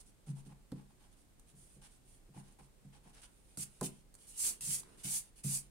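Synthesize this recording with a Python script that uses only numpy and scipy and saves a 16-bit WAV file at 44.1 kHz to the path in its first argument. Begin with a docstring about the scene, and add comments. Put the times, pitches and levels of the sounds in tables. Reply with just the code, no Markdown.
"""An eraser rubs lightly on drawing paper, close by: fibres catch and slip as a fine hiss.
The hands bump the desk, whose top booms softly, and the sheet ticks as it snaps flat.
Fingers flick the crumbs off twice, then the flat of the other hand sweeps the sheet four times,
with light brushes of skin between and a muffled rub from its heel. The room is small and quiet."""
import sys
import numpy as np
from scipy import signal
from scipy.fft import rfft, irfft, next_fast_len
from scipy.io import wavfile
from scipy.ndimage import map_coordinates

SR = 44100
rng = np.random.default_rng(int(sys.argv[2]) if len(sys.argv) > 2 else 0)


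def digitize_waveform(pressure):
    """Quantize a signal to 16-bit integers and store it at the path in sys.argv[1].

    Rows of a 2-D input are taken as channels; values are limited to [-1, 1].
    """
    field = np.atleast_2d(pressure).T
    bounded = np.clip(field, -1, 1)
    quanta = np.round(bounded * 32767).astype(np.int16)
    wavfile.write(sys.argv[1], SR, quanta)


N = 251367
TIME_S = np.arange(N) / SR
RUBBER_ARCH, SKIN_ARCH = 0.37, 0.44  # lower = up to speed sooner: rubber bites, skin glides in

# skin-on-paper spectrum: freq_hz, density_db
SKIN_SPECTRUM = [(300, -44), (1500, -31), (3500, -31), (4400, -15.5), (5100, -15.5), (6400, -9.5),
                 (8000, -5.5), (9200, -3), (10500, -7), (12500, -16), (15500, -21)]


def amp(db):
    """Decibels to gain."""
    return 10 ** (np.asarray(db) / 20)


def unit(x):
    """x at rms 1."""
    return x / np.sqrt(np.mean(x ** 2) + 1e-20)


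def along(points, hz):
    """Interpolate (freq_hz, value) points on a log axis."""
    freq_hz, values = np.transpose(points)
    return np.interp(np.log(hz + 1), np.log(freq_hz + 1), values)


def wobble(rate_hz):
    """Smooth random curve, rate_hz knots a second."""
    return map_coordinates(rng.standard_normal(int(N * rate_hz / SR) + 4), [TIME_S * rate_hz])


def filtered(x, response):
    """Apply the gain response(hz) to x."""
    size = next_fast_len(N + 8192)
    return irfft(rfft(x, size) * response(np.fft.rfftfreq(size, 1 / SR)), size)[..., :N]


def at_ports(pair, spectrum, right_db=0):
    """Two unrelated signals, coloured and blended as two microphone ports hear them; rms 1."""
    # left-right likeness: freq_hz, coherence
    likeness = [(30, 1), (70, 0), (140, 0.44), (290, 0.31), (640, 0.3), (1400, 0.052), (5000, 0)]
    # port imbalance: freq_hz, left_minus_right_db
    imbalance = [(200, -2), (2500, 0.5), (5000, -1), (7000, -1.5), (8800, -6.5), (10400, 3.5), (12500, 0)]

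    def mid_side_gains(hz):
        angle_rad = np.arccos(np.clip(along(likeness, hz), -1, 1)) / 2
        return amp(along(spectrum, hz)) * [np.cos(angle_rad), np.sin(angle_rad)]

    def port_gains(hz):
        return amp(np.outer([0.5, -0.5], along(imbalance, hz) - right_db))

    mid, side = filtered(pair, mid_side_gains)
    return unit(filtered(np.array([mid + side, mid - side]), port_gains))


def fibres(slips_per_s, clump_db, clump_hz):
    """Paper fibres slip at random moments and let go in clumps."""
    slips = np.sqrt(rng.poisson(slips_per_s / SR, N)) * rng.standard_normal((2, N))
    return slips * amp(clump_db * wobble(clump_hz))


def rub_gains(rows, arch):
    """Each rub speeds up and stops in one arch; one gain curve per dB column."""
    gains = np.zeros((len(rows[0]) - 2, N))
    for start_s, length_s, *levels_db in rows:
        on = (TIME_S > start_s) & (TIME_S < start_s + length_s)
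        speed = np.abs(np.sin(np.pi * (TIME_S[on] - start_s) / length_s)) ** arch
        gains[:, on] += np.outer(amp(levels_db), speed)
    return gains


def eraser():
    """Rubber hisses on the fibres, drags the sheet and judders against the desk."""
    # strokes, before mix gains: start_s, length_s, hiss_db, drag_db, scrape_db
    strokes = [(0.0, 0.022, -55.5, -80, -78), (0.056, 0.057, -68, -90, -94),
               (0.262, 0.059, -61.5, -72.5, -73), (0.353, 0.061, -63.5, -78, -74.5),
               (0.449, 0.036, -67, -76, -78), (0.487, 0.047, -72, -79.5, -70),
               (0.752, 0.073, -76.5, -79, -70.5), (0.896, 0.035, -79, -84, -80.5),
               (0.993, 0.082, -74.5, -78, -79), (1.112, 0.034, -70, -80, -90), (1.165, 0.07, -71, -89, -96),
               (1.814, 0.066, -60, -69.5, -76.5), (1.876, 0.11, -67, -82.5, -100),
               (2.338, 0.081, -64.5, -76, -68), (2.432, 0.081, -71.5, -78.5, -79.5),
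               (2.509, 0.035, -70, -82, -89), (2.587, 0.026, -64.5, -77, -65), (2.612, 0.06, -71, -85, -99),
               (2.844, 0.018, -72.5, -87, -82), (2.924, 0.061, -70.5, -73.5, -73.5),
               (3.033, 0.083, -69.5, -78, -74), (3.13, 0.082, -64, -71.5, -79.5),
               (3.215, 0.052, -58.5, -66, -85)]
    # rubber hiss, sheet drag and desk scrape spectra: freq_hz, density_db
    hiss_spectrum = [(1000, -47), (3000, -15.5), (4500, -14), (5500, -11.5), (7500, -8.5), (9200, -1),
                     (10500, -6), (12000, -20), (15500, -25)]
    drag_spectrum = [(500, -10), (1200, -4), (1530, 0.5), (1900, -5), (2500, -3.5), (2900, 0.5), (3700, -3),
                     (4550, -4.5), (6000, -6), (15000, -38)]
    scrape_spectrum = [(100, -17), (250, -4), (400, -5), (620, -12), (850, 4.5), (940, -6.5), (1030, -4),
                       (1300, -15), (2500, -15.5), (6000, -47)]
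    hiss, drag, scrape = rub_gains(strokes, RUBBER_ARCH)
    paper = at_ports(fibres(slips_per_s=12000, clump_db=2.0, clump_hz=74), hiss_spectrum, right_db=2.0)
    sheet = at_ports(fibres(slips_per_s=5200, clump_db=1.2, clump_hz=160), drag_spectrum)
    judder = at_ports(fibres(slips_per_s=1800, clump_db=2.5, clump_hz=98), scrape_spectrum)
    return hiss * paper + amp(4.0) * drag * sheet + amp(5.0) * scrape * judder


def hush():
    """Low room rumble and faint microphone hiss."""
    # noise floor: freq_hz, density_db
    floor_spectrum = [(12, -33), (20, 0.5), (49, -2), (64, -9.5), (101, -11.5), (126, -11), (404, -19),
                      (519, -22.5), (811, -27), (881, -27), (958, -29), (1270, -30.5), (6020, -36),
                      (8640, -31.5), (15500, -42.5)]
    level_db = -64 + 0.19 * wobble(rate_hz=4.3)
    return amp(level_db) * at_ports(rng.standard_normal((2, N)), floor_spectrum)


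def room(x):
    """The walls return a short tail, different at each port."""
    # room decay: freq_hz, t60_s
    decay = [(150, 0.35), (1000, 0.39), (5000, 0.16), (14000, 0.15)]
    predelay_s = 0.005
    hz, t, bins = signal.stft(rng.standard_normal((2, SR // 2)), SR, nperseg=256)
    _, tail = signal.istft(bins * amp(-60 * t / along(decay, hz)[:, None]), SR, nperseg=256)
    tail = np.pad(tail / np.linalg.norm(tail[0]), ((0, 0), (round(predelay_s * SR), 0)))
    return signal.fftconvolve(x, tail, axes=1)[:, :N]


def desk_bumps():
    """Hands ring the desk top: soft contact reaches only the lowest modes, a quick one adds a thud."""
    # bumps, harder = higher cutoff: start_s, level_db, cutoff_hz, rise_s
    bumps = [(0.268, -43, 180, 0.0059), (.281, -30.5, 138, 0.016), (.456, -44.5, 234, 0.011),
             (.505, -51.5, 210, 0.0082), (.72, -36.5, 281, 0.0015), (1.521, -50, 204, 0.031),
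             (1.763, -54, 222, 0.0025), (2.285, -52, 195, 0.0046), (2.359, -42.5, 220, 0.0081),
             (2.595, -55.5, 269, 0.0038), (2.848, -47, 180, 0.0039), (3.048, -53.5, 228, 0.0095),
             (3.574, -41.5, 225, 0.0028), (3.812, -31, 550, 0.0011), (3.824, -43, 260, 0.0018),
             (4.614, -47.5, 218, 0.03), (4.668, -39.5, 156, 0.0093), (5.044, -40.5, 211, 0.0064),
             (5.443, -29, 172, 0.011)]
    # desk top modes: pitch_hz, level_db, t60_s
    modes = [(138.1, 3.5, 0.35), (161.6, 0.5, 0.26), (169.6, 4, 0.14), (198.6, 0, 0.37),
             (230.2, -15.5, 0.65), (260.6, 0, 0.2), (305.8, -4, 0.19), (372, -1.5, 0.2), (413, -14.5, 0.35),
             (479, -20, 0.21), (513, -12.5, 0.12), (574, -14, 0.098), (735, -9.5, 0.17), (847, 3, 0.13),
             (1033, 6.5, 0.085), (1140, -14, 0.063)]
    out = np.zeros(N + SR)
    t = np.arange(SR // 2) / SR
    pitch_hz, mode_db, t60_s = np.transpose(modes)[:, :, None]
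    polarity = (-1) ** np.arange(len(modes))[:, None]  # neighbours oppose, so the boom swells
    ringing = polarity * amp(-60 * t / t60_s) * np.sin(2 * np.pi * pitch_hz * t)
    for start_s, level_db, cutoff_hz, rise_s in bumps:
        weights = amp(mode_db + rng.normal(0, 0.96, pitch_hz.shape))
        weights /= np.sqrt(1 + (pitch_hz / cutoff_hz) ** 6.3)
        # a hard blow ends before the lowest modes get going
        weights *= pitch_hz ** 2 / (pitch_hz ** 2 + (0.37 * cutoff_hz) ** 2)
        boom = (weights / np.linalg.norm(weights) * ringing).sum(axis=0)
        band_hz = [0.037 * cutoff_hz + 70, 0.66 * cutoff_hz + 130]
        bandpass = signal.butter(2, band_hz, "band", fs=SR, output="sos")
        noise = unit(signal.sosfilt(bandpass, rng.standard_normal(len(t))))
        thud = amp(-2 - 60 * t / 0.082) * noise / (1 + rise_s / 0.01)
        onset = 1 - np.exp(-t / rise_s)
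        out[round(start_s * SR):][:len(t)] += amp(level_db) * (boom + thud) * onset
    return out[:N]


def sheet_ticks():
    """The touched sheet snaps flat against the desk in a burst of a few milliseconds."""
    # ticks, before mix gains: start_s, crack_db, slap_offset_db
    ticks = [(0.7186, -44, -0.5), (1.3963, -45, -15), (1.499, -61, -16), (3.5729, -29, -11),
             (3.8107, -25, -14), (4.141, -42, -14), (4.1517, -41.5, -13), (4.608, -34, -24),
             (4.833, -51, 5), (5.444, -39, -10)]
    # paper-on-desk slap: freq_hz, density_db
    slap_spectrum = [(500, 6), (1400, 11.5), (2500, -14), (3700, 6.5), (4500, 9), (6000, -5), (15000, -30)]
    crack_t60_s = 0.029
    crack, slap = np.zeros((2, N))
    for start_s, crack_db, slap_offset_db in ticks:
        age_s = np.abs(TIME_S - start_s)
        burst = (TIME_S >= start_s) * amp(crack_db - 60 * age_s / crack_t60_s)
        crack += burst
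        slap += burst * amp(slap_offset_db - 60 * age_s / 0.084)  # extra damping by the desk
    crack_noise = at_ports(rng.standard_normal((2, N)), SKIN_SPECTRUM, right_db=1.5)
    slap_noise = at_ports(rng.standard_normal((2, N)), slap_spectrum, right_db=1.5)
    return amp(-12.0) * crack * crack_noise + amp(-7.5) * slap * slap_noise


def glancing(x, delay_s, sway, echo_db):
    """Echoes off palm, cuff and desk; the paths change as the hand moves, so notches drift."""
    out = x.copy()
    for path in (1, 2, 3):
        for port in range(len(x)):
            lag_s = path * delay_s * np.exp(sway * wobble(rate_hz=5))
            out[port] += amp(echo_db) * map_coordinates(x[port], [(TIME_S - lag_s) * SR], order=3)
    return unit(out)


def hand():
    """Skin slides on the sheet: speed makes the bright hiss, pressure the duller rasp."""
    # light brushes, before mix gains: start_s, length_s, hiss_db, rasp_db
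    brushes = [(1.468, .055, -70, -79.5), (1.55, 0.13, -65.5, -82), (1.665, 0.12, -69, -81.5),
               (2.05, 0.14, -69, -80.5), (3.26, 0.2, -76, -88), (3.44, 0.21, -73, -82.5),
               (3.62, 0.23, -70.5, -80.5), (3.85, 0.18, -71.5, -79), (4.18, 0.093, -65, -75.5),
               (4.268, 0.061, -56, -71), (4.322, 0.093, -58.5, -69.5), (4.52, 0.087, -69, -79),
               (4.777, 0.033, -47, -65), (4.79, 0.2, -72.5, -79.5), (4.973, 0.072, -63, -73),
               (5.205, 0.1, -68.5, -80), (5.357, 0.061, -63, -73.5), (5.605, 0.083, -74, -80.5)]
    # pressed and light touch spectra: freq_hz, density_db
    rasp_spectrum = [(150, -5), (350, 0.5), (620, -9), (870, 0.5), (1100, -11), (1500, -7.5), (2000, -0.5),
                     (2850, 2.5), (3550, 2), (4500, 0), (7000, -1.5), (15000, -26)]
    sheen_spectrum = [(2000, -43), (6500, -16.5), (8000, -11), (9100, 0.5), (10300, -4.5), (11500, -17),
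                      (15500, -36)]
    hiss, rasp = rub_gains(brushes, SKIN_ARCH) + sweep_gains()
    bright = at_ports(fibres(slips_per_s=80000, clump_db=0.35, clump_hz=190), SKIN_SPECTRUM)
    bright = glancing(bright, delay_s=0.0009, sway=0.1207, echo_db=-7.5)
    dull = at_ports(fibres(slips_per_s=9000, clump_db=1.85, clump_hz=110), rasp_spectrum)
    dull = glancing(dull, delay_s=0.000709, sway=0.158, echo_db=-3.0)
    sheen = at_ports(rng.standard_normal((2, N)), sheen_spectrum, right_db=3.5)
    lightness = 1 / (1 + hiss / amp(-63.5))  # a slow touch meets only fibre tips: a narrow sheen
    treble = np.sqrt(1 - lightness) * bright + np.sqrt(lightness) * sheen
    return amp(2.0) * hiss * treble + amp(5.0) * rasp * dull


def sweep_gains():
    """The hand lands, gathers speed and lifts ever faster; gain curves of hiss and rasp."""
    # two flicks, four sweeps, before mix gains:
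    # start_s, attack_s, slide_s, release_s, hiss_db, rasp_db, rasp_rise_db
    sweeps = [(3.57, 0.013, 0.062, 0.022, -43, -59, 15), (3.823, 0.0083, 0.041, .022, -42.5, -59.5, -3.5),
              (4.355, 0.056, .11, 0.099, -34.5, -52, 21.5), (4.607, 0.0027, .14, 0.047, -36, -56.5, 6.5),
              (5.03, 0.016, .13, 0.077, -36.5, -58.5, -1), (5.431, 0.014, 0.12, 0.081, -37, -61, -0.5)]
    swell_db_per_s, release_db, release_power = 74, 37.5, 1.9
    hiss, rasp = np.zeros((2, N))
    for start_s, attack_s, slide_s, release_s, hiss_db, rasp_db, rasp_rise_db in sweeps:
        t = TIME_S - start_s
        landing = np.sin(np.pi / 2 * np.clip(t / attack_s, 0, 1)) ** 2
        lift = (np.maximum(t - slide_s, 0) / release_s) ** release_power
        contact = landing * amp(-release_db * lift)
        remaining_s = np.clip(slide_s - t, 0, slide_s)
        hiss += contact * amp(hiss_db - swell_db_per_s * remaining_s)
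        rasp += contact * amp(rasp_db - rasp_rise_db * remaining_s / slide_s)
    return np.array([hiss, rasp])


def heel():
    """The hand's soft heel drags under the arm's weight: a low, muffled rub."""
    # drags: start_s, length_s, level_db
    drags = [(4.43, 0.118, -64.5), (4.65, 0.5, -67)]
    # flesh on paper: freq_hz, density_db
    flesh_spectrum = [(120, -6.5), (260, -4.5), (390, 1), (520, -9), (850, -15), (1500, -12), (3000, -24),
                      (8000, -45)]
    slips = fibres(slips_per_s=2400, clump_db=0.5, clump_hz=67)
    return rub_gains(drags, SKIN_ARCH) * at_ports(slips, flesh_spectrum)


def scene():
    """Rubs, bumps and sweeps, close by in a quiet room."""
    paper = eraser() + hand() + heel() + sheet_ticks()
    bumps = desk_bumps() * amp([[-0.7], [0.7]])  # slightly right
    return paper + amp(-8.5) * room(paper) + bumps + amp(-12.5) * room(bumps) + hush()


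def record(dry):
    """The camera's band limit."""
    top_hz = 15800
    return filtered(dry, lambda hz: hz < top_hz)


dry = scene()
out = record(dry)
digitize_waveform(out)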